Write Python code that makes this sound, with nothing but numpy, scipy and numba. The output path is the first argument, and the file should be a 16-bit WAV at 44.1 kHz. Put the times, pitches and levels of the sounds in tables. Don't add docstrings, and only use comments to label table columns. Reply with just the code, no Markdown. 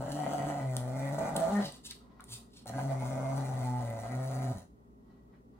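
import sys
import numpy as np
from scipy import signal
from scipy.fft import rfft, irfft, next_fast_len
from scipy.io import wavfile
from scipy.ndimage import uniform_filter1d
from numba import njit

SR = 44100
rng = np.random.default_rng(int(sys.argv[2]) if len(sys.argv) > 2 else 0)


def store_pcm(level_fs):
    pcm = np.round(np.clip(level_fs, -1, 1) * 32767).astype(np.int16)
    wavfile.write(sys.argv[1], SR, np.atleast_2d(pcm).T)


N = 246500
T = np.arange(N) / SR


def undb(db):
    return 10 ** (np.asarray(db) / 20)


def unit(x):
    return x / np.sqrt(np.mean(x ** 2))


def even(x, span_s):
    size = int(span_s * SR)
    power = uniform_filter1d(uniform_filter1d(x ** 2, size), size)
    return x / np.sqrt(np.abs(power) + 1e-6 * np.mean(x ** 2))


def noise():
    return rng.standard_normal(N)


def walk(rate):
    k = int(SR / rate)
    steps = np.repeat(rng.standard_normal(N // k + 1), k)
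    return 1.3 * uniform_filter1d(uniform_filter1d(steps, k), k)[:N]


def curves(rows):
    s, *columns = np.transpose(rows)
    return [np.interp(T, s, c) for c in columns]


def bouts(tables):
    gate = sum((T >= rows[0][0]) & (T < rows[-1][0]) for rows in tables)
    return uniform_filter1d(1. * gate, SR // 100)


def swell(s, half):
    return np.exp(-.5 * ((T - s) / half) ** 2)


def held(s, half):
    return np.exp(-.5 * np.square(np.square((T - s) / half)))


def swells(rows):
    return sum(undb(db) * swell(s, half) for s, half, db in rows)


def colour(x, points):
    size = 4096
    hz, db = np.transpose(points)
    outline = np.interp(np.log(np.arange(size // 2 + 1) * SR / size + 1), np.log(hz), db)
    cepstrum = irfft(np.log(undb(outline)))
    cepstrum[1:size // 2] *= 2
    cepstrum[size // 2 + 1:] = 0
    return signal.fftconvolve(x, irfft(np.exp(rfft(cepstrum))))[:len(x)]


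@njit
def resonate(x, hz, width):
    y, b, l = np.empty(len(x)), 0., 0.
    for i in range(len(x)):
        g, k = np.tan(np.pi * hz[i] / SR), width / hz[i]
        v = (b + g * (x[i] - l)) / (1 + g * (g + k))
        b, l, y[i] = 2 * v - b, l + 2 * g * v, k * v
    return y


def ring_at(x, hz, width):
    return resonate(x, np.full(N, 1. * hz), 1. * width)


def ring_twice(x, centre, width):
    return resonate(resonate(x, centre, 1. * width), centre, 1. * width)


# (time [s], pitch [Hz], hum of the folds [dB], rasp of the throat [dB])
GROWL_BOUTS = [
    [(0.0, 127.9, -38, -40), (0.09, 134.9, -44.5, -42), (0.12, 142.3, -40.5, -44.5),
     (0.19, 149.9, -39.5, -39.5), (0.35, 141.7, -45, -38.5), (0.47, 146.6, -39.5, -39.5),
     (0.58, 140.3, -44, -38), (0.66, 132.6, -33, -44.5), (0.82, 122.2, -36.5, -45), (1.14, 143.6, -36, -40),
     (1.17, 143.4, -37.5, -39.5), (1.195, 144.4, -43, -34.5), (1.23, 145.1, -43.5, -37.5),
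     (1.275, 146.2, -46.5, -35), (1.3, 145.5, -44.5, -38.5), (1.34, 147.4, -40.5, -37.5),
     (1.395, 165.8, -43, -34.5), (1.42, 167.5, -44, -33.5), (1.452, 168, -44, -33.5),
     (1.47, 168.4, -52, -34), (1.53, 205.8, -29.5, -34.5), (1.6, 203.7, -26, -33),
     (1.64, 204.8, -37.5, -44), (1.67, 133.1, -43, -51.5), (1.74, 118.6, -62.5, -60.5)],
    [(2.657, 110.3, -63, -59), (2.69, 110.4, -47, -50.5), (2.735, 124.6, -45.5, -47.5),
     (2.76, 135.7, -36, -43), (2.78, 134.1, -39.5, -38), (2.86, 137.3, -35, -44), (2.92, 135.2, -33.5, -37),
     (2.97, 128.8, -34.5, -47), (3.2, 131.6, -38, -39.5), (3.39, 135.5, -33, -40.5),
     (3.46, 133.5, -36.5, -44.5), (3.66, 125.1, -33.5, -42), (3.78, 123.8, -34.5, -42.5),
     (3.91, 115.1, -39, -43), (4.0, 108.7, -44.5, -44.5), (4.07, 112.6, -43.5, -44),
     (4.11, 123.4, -40, -46), (4.18, 128.3, -34.5, -43), (4.28, 131.9, -36.5, -47), (4.3, 132.6, -36, -44),
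     (4.515, 126.1, -33.5, -44), (4.54, 96, -45.5, -48.5), (4.57, 91.7, -44.5, -51.5),
     (4.59, 93.1, -48, -55.5), (4.66, 93, -62, -68.5)],
]
# (time [s], frequency [Hz])
MOUTH_RESONANCE = [
    [(0.0, 576), (0.096, 575), (0.182, 683), (0.942, 710), (1.052, 622), (1.268, 707), (1.484, 670),
     (1.562, 794), (1.585, 720), (1.615, 590), (1.65, 692)],
    [(2.68, 688.5), (3.236, 636.5), (3.342, 704.4), (3.636, 716), (3.67, 817), (3.79, 792), (3.835, 635.7),
     (4.578, 679.9), (4.6, 644.4)],
]
TREMBLE, TREMBLE_PER_S = 0.042, 14
CYCLE_JITTER, WAVER, WAVER_PER_S = .03, .02, 28
BREAK_JITTER = .2
SINGING_CALMS = 0.74
CATCH_LEAD_S, CATCH_S, CATCH_DB = .004, .005, -7


def growl():
    hz, hum_db, rasp_db = curves(np.vstack(GROWL_BOUTS))
    singing = steadiness()
    broken = breaking()
    rough = np.maximum(roughness(hum_db, rasp_db), broken) * (1 - singing)
    trembling = 1 + TREMBLE * (1 - singing) * walk(TREMBLE_PER_S)
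    mouth_hz = curves(np.vstack(MOUTH_RESONANCE))[0] * trembling
    jitter = rough * (CYCLE_JITTER * walk(110) + WAVER * walk(WAVER_PER_S))
    jitter = jitter + BREAK_JITTER * broken * walk(140)
    cycles = np.cumsum(hz * (1 + jitter)) / SR
    puff = np.exp(-(cycles % 1) / 0.205)
    leak = (.04 + .05 * rough) * unit(puff * noise())
    force = unit(slaps(cycles, rough, scatter=.12, spread_db=7, stray=.7))
    drive = force + leak
    calm = np.sqrt(np.clip(1 - SINGING_CALMS * singing, 0, 1))
    rattle = calm * even(tract(drive, mouth_hz), 0.071)
    catch_db = CATCH_DB * sum(swell(s - CATCH_LEAD_S, CATCH_S) for s, _ in HARD_SLAPS)
    rasp = rattle * undb(rasp_db + catch_db + 0.1) + overtones(cycles, hz)
    voice = folds(cycles, hum_db, rough, broken) + rumble(rasp_db, rough) + rasp
    voice = voice + teeth(drive) + snarls(drive)
    hiss = nose(puff, force) * airflow(rasp_db, singing) * undb(2 * walk(30.2))
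    gate = bouts(GROWL_BOUTS)
    return voice * gate + jolts(mouth_hz), hiss * gate


ROUGH_EVEN, ROUGH_PER_DB = .6, 0.02
FALTER_DB, FALTER_PER_DB = -41, -0.02


def roughness(hum_db, rasp_db):
    faint_db = np.maximum(FALTER_DB - np.maximum(hum_db, rasp_db), 0)
    rough = ROUGH_EVEN + ROUGH_PER_DB * (rasp_db - hum_db) + FALTER_PER_DB * faint_db
    return np.clip(rough, .05, 1)


# (time of peak [s], half length [s], amount [0-1])
VOICE_BREAKS = [(.08, .025, 0.55), (.32, 0.03, 0.36), (1.269, 0.048, .5), (1.68, 0.027, 0.99),
                (2.7, .03, .6), (4.03, 0.038, 0.18), (4.582, .04, 0.95)]


def breaking():
    return np.clip(sum(amount * swell(s, half) for s, half, amount in VOICE_BREAKS), 0, 1)


# (time [s], level [dB])
OCTAVE_LEVEL = [(0, -6), (.09, -1.5), (.2, -3.5), (.33, -2.5), (.6, -0.5), (.68, -20), (.8, -10),
                (1.15, -7), (1.3, -2), (1.46, -5), (1.56, -12.5), (1.7, -11), (2.75, -5.5), (2.9, -12),
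                (2.96, -17.5), (3.03, -7.5), (3.3, -9), (3.53, -15), (3.72, -6), (3.89, -13.5), (4.0, -3),
                (4.17, -9), (4.28, -16), (4.34, -8.5), (4.5, -11), (4.6, -2)]
THIRD_DB, THIRD_HZ, THIRD_WIDTH_HZ = -17.5, 390, 64
BREAK_DB = 4


def folds(cycles, hum_db, rough, broken):
    octave_db = hum_db + curves(OCTAVE_LEVEL)[0]
    hum = undb(hum_db + 0.3 + 1.85 * rough * walk(90)) * np.sin(2 * np.pi * cycles)
    octave_phase = 4 * np.pi * cycles + 0.6 * rough * walk(100)
    octave = undb(octave_db + 5.0 * rough * walk(90)) * np.sin(octave_phase)
    third = ring_at(np.sin(6 * np.pi * cycles), THIRD_HZ, THIRD_WIDTH_HZ)
    third = undb(hum_db + THIRD_DB + 4.49 * rough * walk(60)) * third
    return np.sqrt(2) * (hum + octave + third) * undb(BREAK_DB * broken * (walk(120) - .5))


def rumble(rasp_db, rough):
    spill = colour(noise(), [(30, -13.0), (60, -3.0), (85, -2.5), (130, -2), (200, 9.5), (300, 1.5),
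                             (600, -35), (2000, -88)])
    return undb(rasp_db - 2.5) * rough * unit(spill)


HARDEST_SLAP = 1.25


def slaps(cycles, rough, scatter, spread_db, stray):
    at = np.flatnonzero(np.diff(np.floor(cycles)) > 0)
    main_shift, main_chance, stray_shift, stray_chance = rng.standard_normal((len(at), 4)).T
    period, r = np.gradient(at), rough[at]
    main_force = undb(spread_db * r * np.minimum(main_chance, HARDEST_SLAP))
    stray_force = stray * r * undb(spread_db * r * np.minimum(stray_chance, HARDEST_SLAP))
    out = np.zeros(N)
    for offset, force in ((scatter * r * main_shift, main_force), (.5 + 0.17 * stray_shift, stray_force)):
        np.add.at(out, np.clip(at + period * offset, 0, N - 1).astype(int), force)
    return out


# (frequency [Hz], level [dB])
THROAT_OUTLINE = [(150, -29), (280, -12.5), (390, -4), (470, -1.5), (570, -1), (720, -0.5), (880, 0.5),
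                  (1100, -12.5), (1300, -11.5), (1580, -14.5), (1780, -31.5), (2250, -35.5), (2550, -38.5),
                  (5000, -54)]
# (frequency [Hz], width [Hz], level [dB])
FIXED_RESONANCES = [(570, 32, 8), (670, 24, 6), (746.7, 36, 2), (1249, 60, -3.5), (1440, 350, -7)]


def tract(x, mouth_hz, mouth_width_hz=120, mouth_db=0.5):
    x = colour(x, THROAT_OUTLINE)
    x = x + sum(undb(db) * ring_at(x, hz, width) for hz, width, db in FIXED_RESONANCES)
    return x + undb(mouth_db) * resonate(x, mouth_hz, 1. * mouth_width_hz)


# (time [s], level [dB])
HARD_SLAPS = [(0.0815, -29), (0.19, -27), (.2345, -26), (0.2638, -24.5), (0.333, -23), (.4165, -28),
              (0.4317, -27.5), (0.4686, -26), (0.8767, -33), (1.1832, -24), (1.1975, -27), (1.3545, -25.5),
              (2.661, -37.5), (2.698, -33), (2.783, -27), (3.0224, -28), (3.2302, -29)]


def jolts(mouth_hz):
    force = np.zeros(N)
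    for s, db in HARD_SLAPS:
        force[int(s * SR)] = undb(db)
    rings = tract(force, mouth_hz)
    return rings * force.max() / np.abs(rings).max()


# (time of middle [s], half length [s], steadiness [0-1], frequency [Hz], width [Hz], level [dB])
SUNG_MOMENTS = [(0.214, 0.021, 0.49, 750, 91, -38.5), (.36, .025, 0.47, 710, 101, -41.5),
                (.555, 0.034, 0.45, 704, 90, -43.5), (0.691, 0.04, 0.8, 630, 150, -47.5),
                (0.871, 0.064, 0.69, 574, 259.3, -50), (1.062, 0.051, 0.48, 562.6, 130.3, -46.5),
                (1.437, .024, .75, 670, 80.2, -31.5), (1.552, .04, .85, 820, 150, -38.5),
                (2.908, .028, 0.5, 678, 89.9, -43.5), (3.279, 0.036, 0.56, 665, 90.55, -45),
                (3.726, 0.068, .9, 825, 86.14, -42), (3.88, .04, 0.48, 580.5, 69.6, -49),
                (4.241, 0.059, 0.45, 600, 160.3, -51)]


def overtones(cycles, hz, count=9, flutter_db=1.5, slip_rad=.22):
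    k = np.arange(3, count + 1)[:, None]
    phase = 2 * np.pi * k * cycles + slip_rad * walk(130)
    out = np.zeros(N)
    for s, half, _, centre_hz, width_hz, db in SUNG_MOMENTS:
        now = np.abs(T - s) < 3 * half
        weight = 1 / (1 + np.square((k * hz[now] - centre_hz) / width_hz)) ** 2
        tone = np.sum(weight * np.cos(phase[:, now]), axis=0)
        tone = tone / np.sqrt(np.sum(weight ** 2, axis=0) / 2)
        out[now] += undb(db) * held(s, half)[now] * tone
    return out * undb(flutter_db * walk(110))


def steadiness():
    return np.clip(sum(steady * held(s, half) for s, half, steady, *_ in SUNG_MOMENTS), 0, 1)


# (time [s], frequency [Hz], relative level [dB])
TEETH_RING = [
    [(0.0, 1670, -66), (0.148, 1800, -59.5), (0.202, 1997, -58.5), (0.712, 1965, -61), (0.872, 1990, -65),
     (0.948, 1940, -58), (1.19, 1982, -51.5), (1.31, 2027, -56.5), (1.382, 1883, -56), (1.542, 1924, -62),
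     (1.556, 1869, -50), (1.652, 1959, -58), (1.73, 2017, -79)],
    [(2.65, 1868, -88), (2.68, 1863, -63.5), (2.78, 1982, -62.5), (3.27, 2030, -58.5), (3.43, 2014, -62.5),
     (3.75, 2016, -64), (3.94, 2020, -62), (4.17, 1911, -63), (4.23, 1896, -55.5), (4.26, 1944, -63.5),
     (4.43, 1959, -60.5), (4.63, 1870, -75), (4.66, 1936, -86)],
]


def teeth(drive, upper_ratio=1.18, upper_db=-7, width_hz=218.0, gain_db=-2.0, quiver=.022, flicker_db=3):
    hz, db = curves(np.vstack(TEETH_RING))
    hz = hz * (1 + quiver * walk(28))
    lower = ring_twice(drive, hz, width_hz)
    upper = ring_twice(drive, upper_ratio * hz, width_hz / 2)
    level = undb(db + gain_db + flicker_db * walk(34))
    return level * even(lower + undb(upper_db) * upper, 0.083)


# (time of peak [s], half length [s], frequency [Hz], width [Hz], level [dB])
LIP_CURLS = [(0.329, 0.19, 3010, 573, -62.5), (1.23, 0.032, 2240, 300, -64),
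             (2.736, 0.0097, 1600, 350, -53.5), (2.788, 0.016, 1627, 301, -54),
             (3.038, 0.025, 877, 127.8, -44.5), (3.3, 0.05, 887, 139.8, -48), (3.2, 0.3, 5950, 1200, -70)]


def snarls(drive):
    out = 0
    for s, half, hz, width, db in LIP_CURLS:
        ring = ring_twice(drive, np.full(N, 1. * hz), width)
        out = out + undb(db) * swell(s, half) * even(ring, 0.05)
    return out


# (frequency [Hz], level [dB])
NOSE_OUTLINE = [(1500, -3.5), (2500, -8.5), (3100, -4.5), (4200, 3), (5200, -3), (6400, 1.5), (7800, 0),
                (9000, -2.5), (10700, 3), (12300, -24.5), (14000, -3), (15800, -3)]


def nose(puff, force, whistle_hz=8500.0, whistle_width_hz=700., whistle_db=-2, drift=0.034, crackle_db=-6):
    uneven_puff = puff * undb(2.5 * walk(130)) + 0.15
    air = colour(uneven_puff * noise(), NOSE_OUTLINE)
    centre = np.clip(whistle_hz * (1 + drift * walk(4)), 1000, SR / 3)
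    whistle = undb(whistle_db) * resonate(air, centre, 1. * whistle_width_hz)
    crackle = colour(force, [(1500, -22), (2700, -2), (4000, -1.0), (5200, -5.0), (6300, 2.5),
                             (9000, -4.0), (15000, -14.5)])
    return unit(unit(air + whistle) + undb(crackle_db) * unit(crackle))


AIR_LEVELS = [-56.5, -57]
# (time of peak [s], half length [s], level [dB])
NOSE_SPURTS = [(.122, 0.0045, -54), (1.19, 0.004, -49), (2.677, 0.0055, -48.5), (2.691, 0.0033, -48),
               (4.52, 0.025, -68), (.36, 0.11, -66), (4.36, 0.084, -66)]
USUAL_RASP_DB, AIR_PER_RASP = -37, 0.31
AIR_START_DB, AIR_BUILD_S = -8.5, 0.044
AIR_SINGING_DB, AIR_FAILS_DB = -0.5, -54.5


def airflow(rasp_db, singing):
    starts = [rows[0][0] for rows in GROWL_BOUTS]
    fresh = sum((T >= s) * np.exp(-np.abs(T - s) / AIR_BUILD_S) for s in starts)
    db = np.where(T < starts[1], *AIR_LEVELS) + AIR_PER_RASP * (rasp_db - USUAL_RASP_DB)
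    db = db + np.minimum(rasp_db - AIR_FAILS_DB, 0)
    return undb(db + AIR_START_DB * fresh + AIR_SINGING_DB * singing) + swells(NOSE_SPURTS)


# (time of peak [s], half length [s], rush [dB], hiss of the pinched nostrils [dB], palate flutter [dB])
SNUFF_EVENTS = [(1.651, 0.028, -48.5, -61, -50), (1.743, 0.025, -61, -65.5, -70),
                (1.862, 0.011, -47.5, -47, -78), (1.91, 0.013, -49, -73, -72),
                (2.333, 0.028, -52, -49.5, -49), (2.571, 0.032, -61, -66.5, -75)]
# (frequency [Hz], level [dB])
RUSH_OUTLINE = [(300, -13), (1200, -3), (2100, -5.5), (3000, 9), (4500, 13), (7000, -3.5), (9500, -1),
                (11500, -16.5), (13500, 1), (15500, -21)]
# (frequency [Hz], level [dB])
PINCH_OUTLINE = [(2000, -32), (5000, -12.5), (7000, 1.5), (9000, 3), (11500, -6), (15000, -12)]


def snuffs():
    rush = swells((s, half, db) for s, half, db, _, _ in SNUFF_EVENTS)
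    pinch = swells((s, half, db) for s, half, _, db, _ in SNUFF_EVENTS)
    flutter = swells((s, half, db) for s, half, _, _, db in SNUFF_EVENTS)
    air = rush * unit(colour(noise(), RUSH_OUTLINE)) + pinch * unit(colour(noise(), PINCH_OUTLINE))
    flutter_hz = 124 * (1 + 0.082 * walk(80))
    palate = unit(np.sin(2 * np.pi * np.cumsum(flutter_hz) / SR))
    return flutter * palate, air * undb(2.6 * walk(200))


# (time [s], level [dB], frequency [Hz], decay [s])
SMACKS_AND_RUSTLE = [(1.91, -49.5, 4270, 0.0051), (1.912, -55.5, 1730, 0.0092), (2.196, -47, 1220, 0.0052),
                     (2.657, -46, 579, 0.0065), (5.331, -72.5, 1500, 0.03)]


def smacks_and_rustle(width_share=0.72):
    out = 0
    for s, db, hz, decay in SMACKS_AND_RUSTLE:
        burst = (T >= s) * np.exp(-np.abs(T - s) / decay)
        ring = ring_twice(burst * noise(), np.full(N, 1. * hz), width_share * hz)
        out = out + undb(db) * ring * np.linalg.norm(burst) / np.linalg.norm(ring)
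    return out


# (time [s], relative level [dB])
CLAW_TICKS = [(0.336, -37), (0.7671, -21), (1.0924, -45), (1.1893, -46), (1.3641, -21), (1.3666, -22.5),
              (1.3766, -36), (1.402, -36), (1.723, -37), (1.762, -45), (1.9102, -29), (2.2067, -42),
              (2.241, -37), (2.386, -44), (2.658, -46), (3.3631, -40.5), (3.5391, -41), (3.9027, -38)]
# (frequency [Hz], level [dB])
TICK_OUTLINE = [(500, -30.5), (2000, -22.5), (2900, -12), (3900, -5), (5000, -14.5), (6600, -13.5),
                (8700, -3), (10300, -6.5), (12000, -16.5), (13600, -8.5), (16000, -20.5)]


def claws(tick_s=0.0008, scrape_s=0.006, scrape=.06, strike=4.2, gain_db=5):
    force = np.zeros(N)
    for s, db in CLAW_TICKS:
        age = T[:N - int(s * SR)]
        fading = np.exp(-age / tick_s) + scrape * np.exp(-age / scrape_s)
        chatter = fading * rng.standard_normal(len(age))
        force[-len(age):] += undb(db + gain_db) * np.where(age == 0, strike, chatter)
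    return colour(force, TICK_OUTLINE)


# (time of peak [s], half length [s], level [dB])
FLOOR_SHUFFLES = [(1.68, 0.078, -69), (2.0, 0.17, -69.5), (2.212, 0.023, -65), (2.36, 0.075, -68.5),
                  (2.6, .05, -75), (4.83, .04, -81), (5.16, 0.091, -74), (5.36, 0.023, -74),
                  (5.57, 0.044, -76.5)]
TUG_DB = -16.5


def shuffle():
    rub = colour(noise(), [(200, -15.0), (500, 6.0), (1000, 6), (1400, -2.0), (1700, -9), (1860, -9),
                           (1950, 1.5), (2060, -10), (2400, -15.0), (4200, -12.5), (9000, -34.0)])
    uneven_db = 3 * walk(40)
    _, _, rasp_db = curves(np.vstack(GROWL_BOUTS))
    tug = undb(rasp_db + TUG_DB) * bouts(GROWL_BOUTS)
    return unit(rub) * (tug + swells(FLOOR_SHUFFLES)) * undb(uneven_db)


def bounces(x, shoe_s=0.000833, floor_s=.0021, share=0.35, sway=0.15):
    echoes = sum(np.interp(T - lag * (1 + sway * walk(3.0)), T, x) for lag in (shoe_s, floor_s))
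    return (x + share * echoes) / np.sqrt(1 + share ** 2)


PORT_LAG_S = 0.00012


def ports(x):
    size = next_fast_len(N + SR // 10)
    hz = np.arange(size // 2 + 1) * SR / size
    late = irfft(rfft(x, size) * np.exp(-2j * np.pi * hz * PORT_LAG_S), size)[:N]
    return np.array([x, late])


def room(x, wet_db, t60_s, bass_db, shifts_per_s=2.192):
    age = T[:int(.7 * SR)]
    tail = np.exp(-np.log(1000) * age / t60_s) * (age > .003)
    tilted = colour(x, [(200, bass_db), (650, -7), (1100, 0), (2200, 0), (4000, -2), (8000, -2), (15000, -5)])
    turn = np.pi / 2 * walk(shifts_per_s)
    sides = []
    for _ in range(2):
        side = 0
        for share in (np.cos(turn), np.sin(turn)):
            reflections = tail * rng.standard_normal(len(age))
            side = side + signal.fftconvolve(tilted * share, reflections)[:N]
        sides.append(side)
    return undb(wet_db) * np.array(sides) / np.linalg.norm(tail)


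# (frequency [Hz], relative level [dB])
QUIET_OUTLINE = [(15, -67.5), (25, -25), (49, -3), (71, -5), (90, -23.5), (109, -10), (237, 2), (344, -13),
                 (404, -3.5), (462, -16.5), (1390, -36.5), (1670, -45.5), (1910, -37), (2180, -46),
                 (15000, -51)]
# (frequency [Hz], level [dB])
HUM_LINES = [(59.3, -65), (119, -69.5), (238, -78.5)]


def background(quiet_db=-58.5):
    mid = unit(colour(noise(), QUIET_OUTLINE))
    side = unit(colour(noise(), QUIET_OUTLINE))
    side = colour(side, [(100, -8.0), (300, -12.5), (1000, 12.0), (4000, 2)])
    hum = 0
    for hz, db in HUM_LINES:
        line = unit(np.sin(2 * np.pi * hz * T + 1.0 * walk(2.4)))
        hum = hum + undb(db + walk(15)) * line
    return undb(quiet_db) * np.array([mid + side, mid - side]) + hum


def scene():
    voice, hiss = growl()
    flutter, rush = snuffs()
    low = voice + flutter + smacks_and_rustle() + shuffle()
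    breath, ticks = bounces(hiss + rush), claws()
    low_right = colour(low, [(130, -1.2), (300, -0.5), (650, -2.0), (1100, -3.5), (2000, -3.5)])
    direct = np.array([low, low_right]) + ports(breath + ticks)
    walls = room(low, wet_db=2.5, t60_s=0.14, bass_db=-23.0)
    walls = walls + room(breath + undb(-1.0) * ticks, wet_db=-2.0, t60_s=0.29, bass_db=-16.5)
    return direct + walls + background()


TOP_HZ = 15800


def record(dry):
    return signal.sosfilt(signal.ellip(10, .2, 80, TOP_HZ, fs=SR, output="sos"), dry)


dry = scene()
out = record(dry)
store_pcm(out)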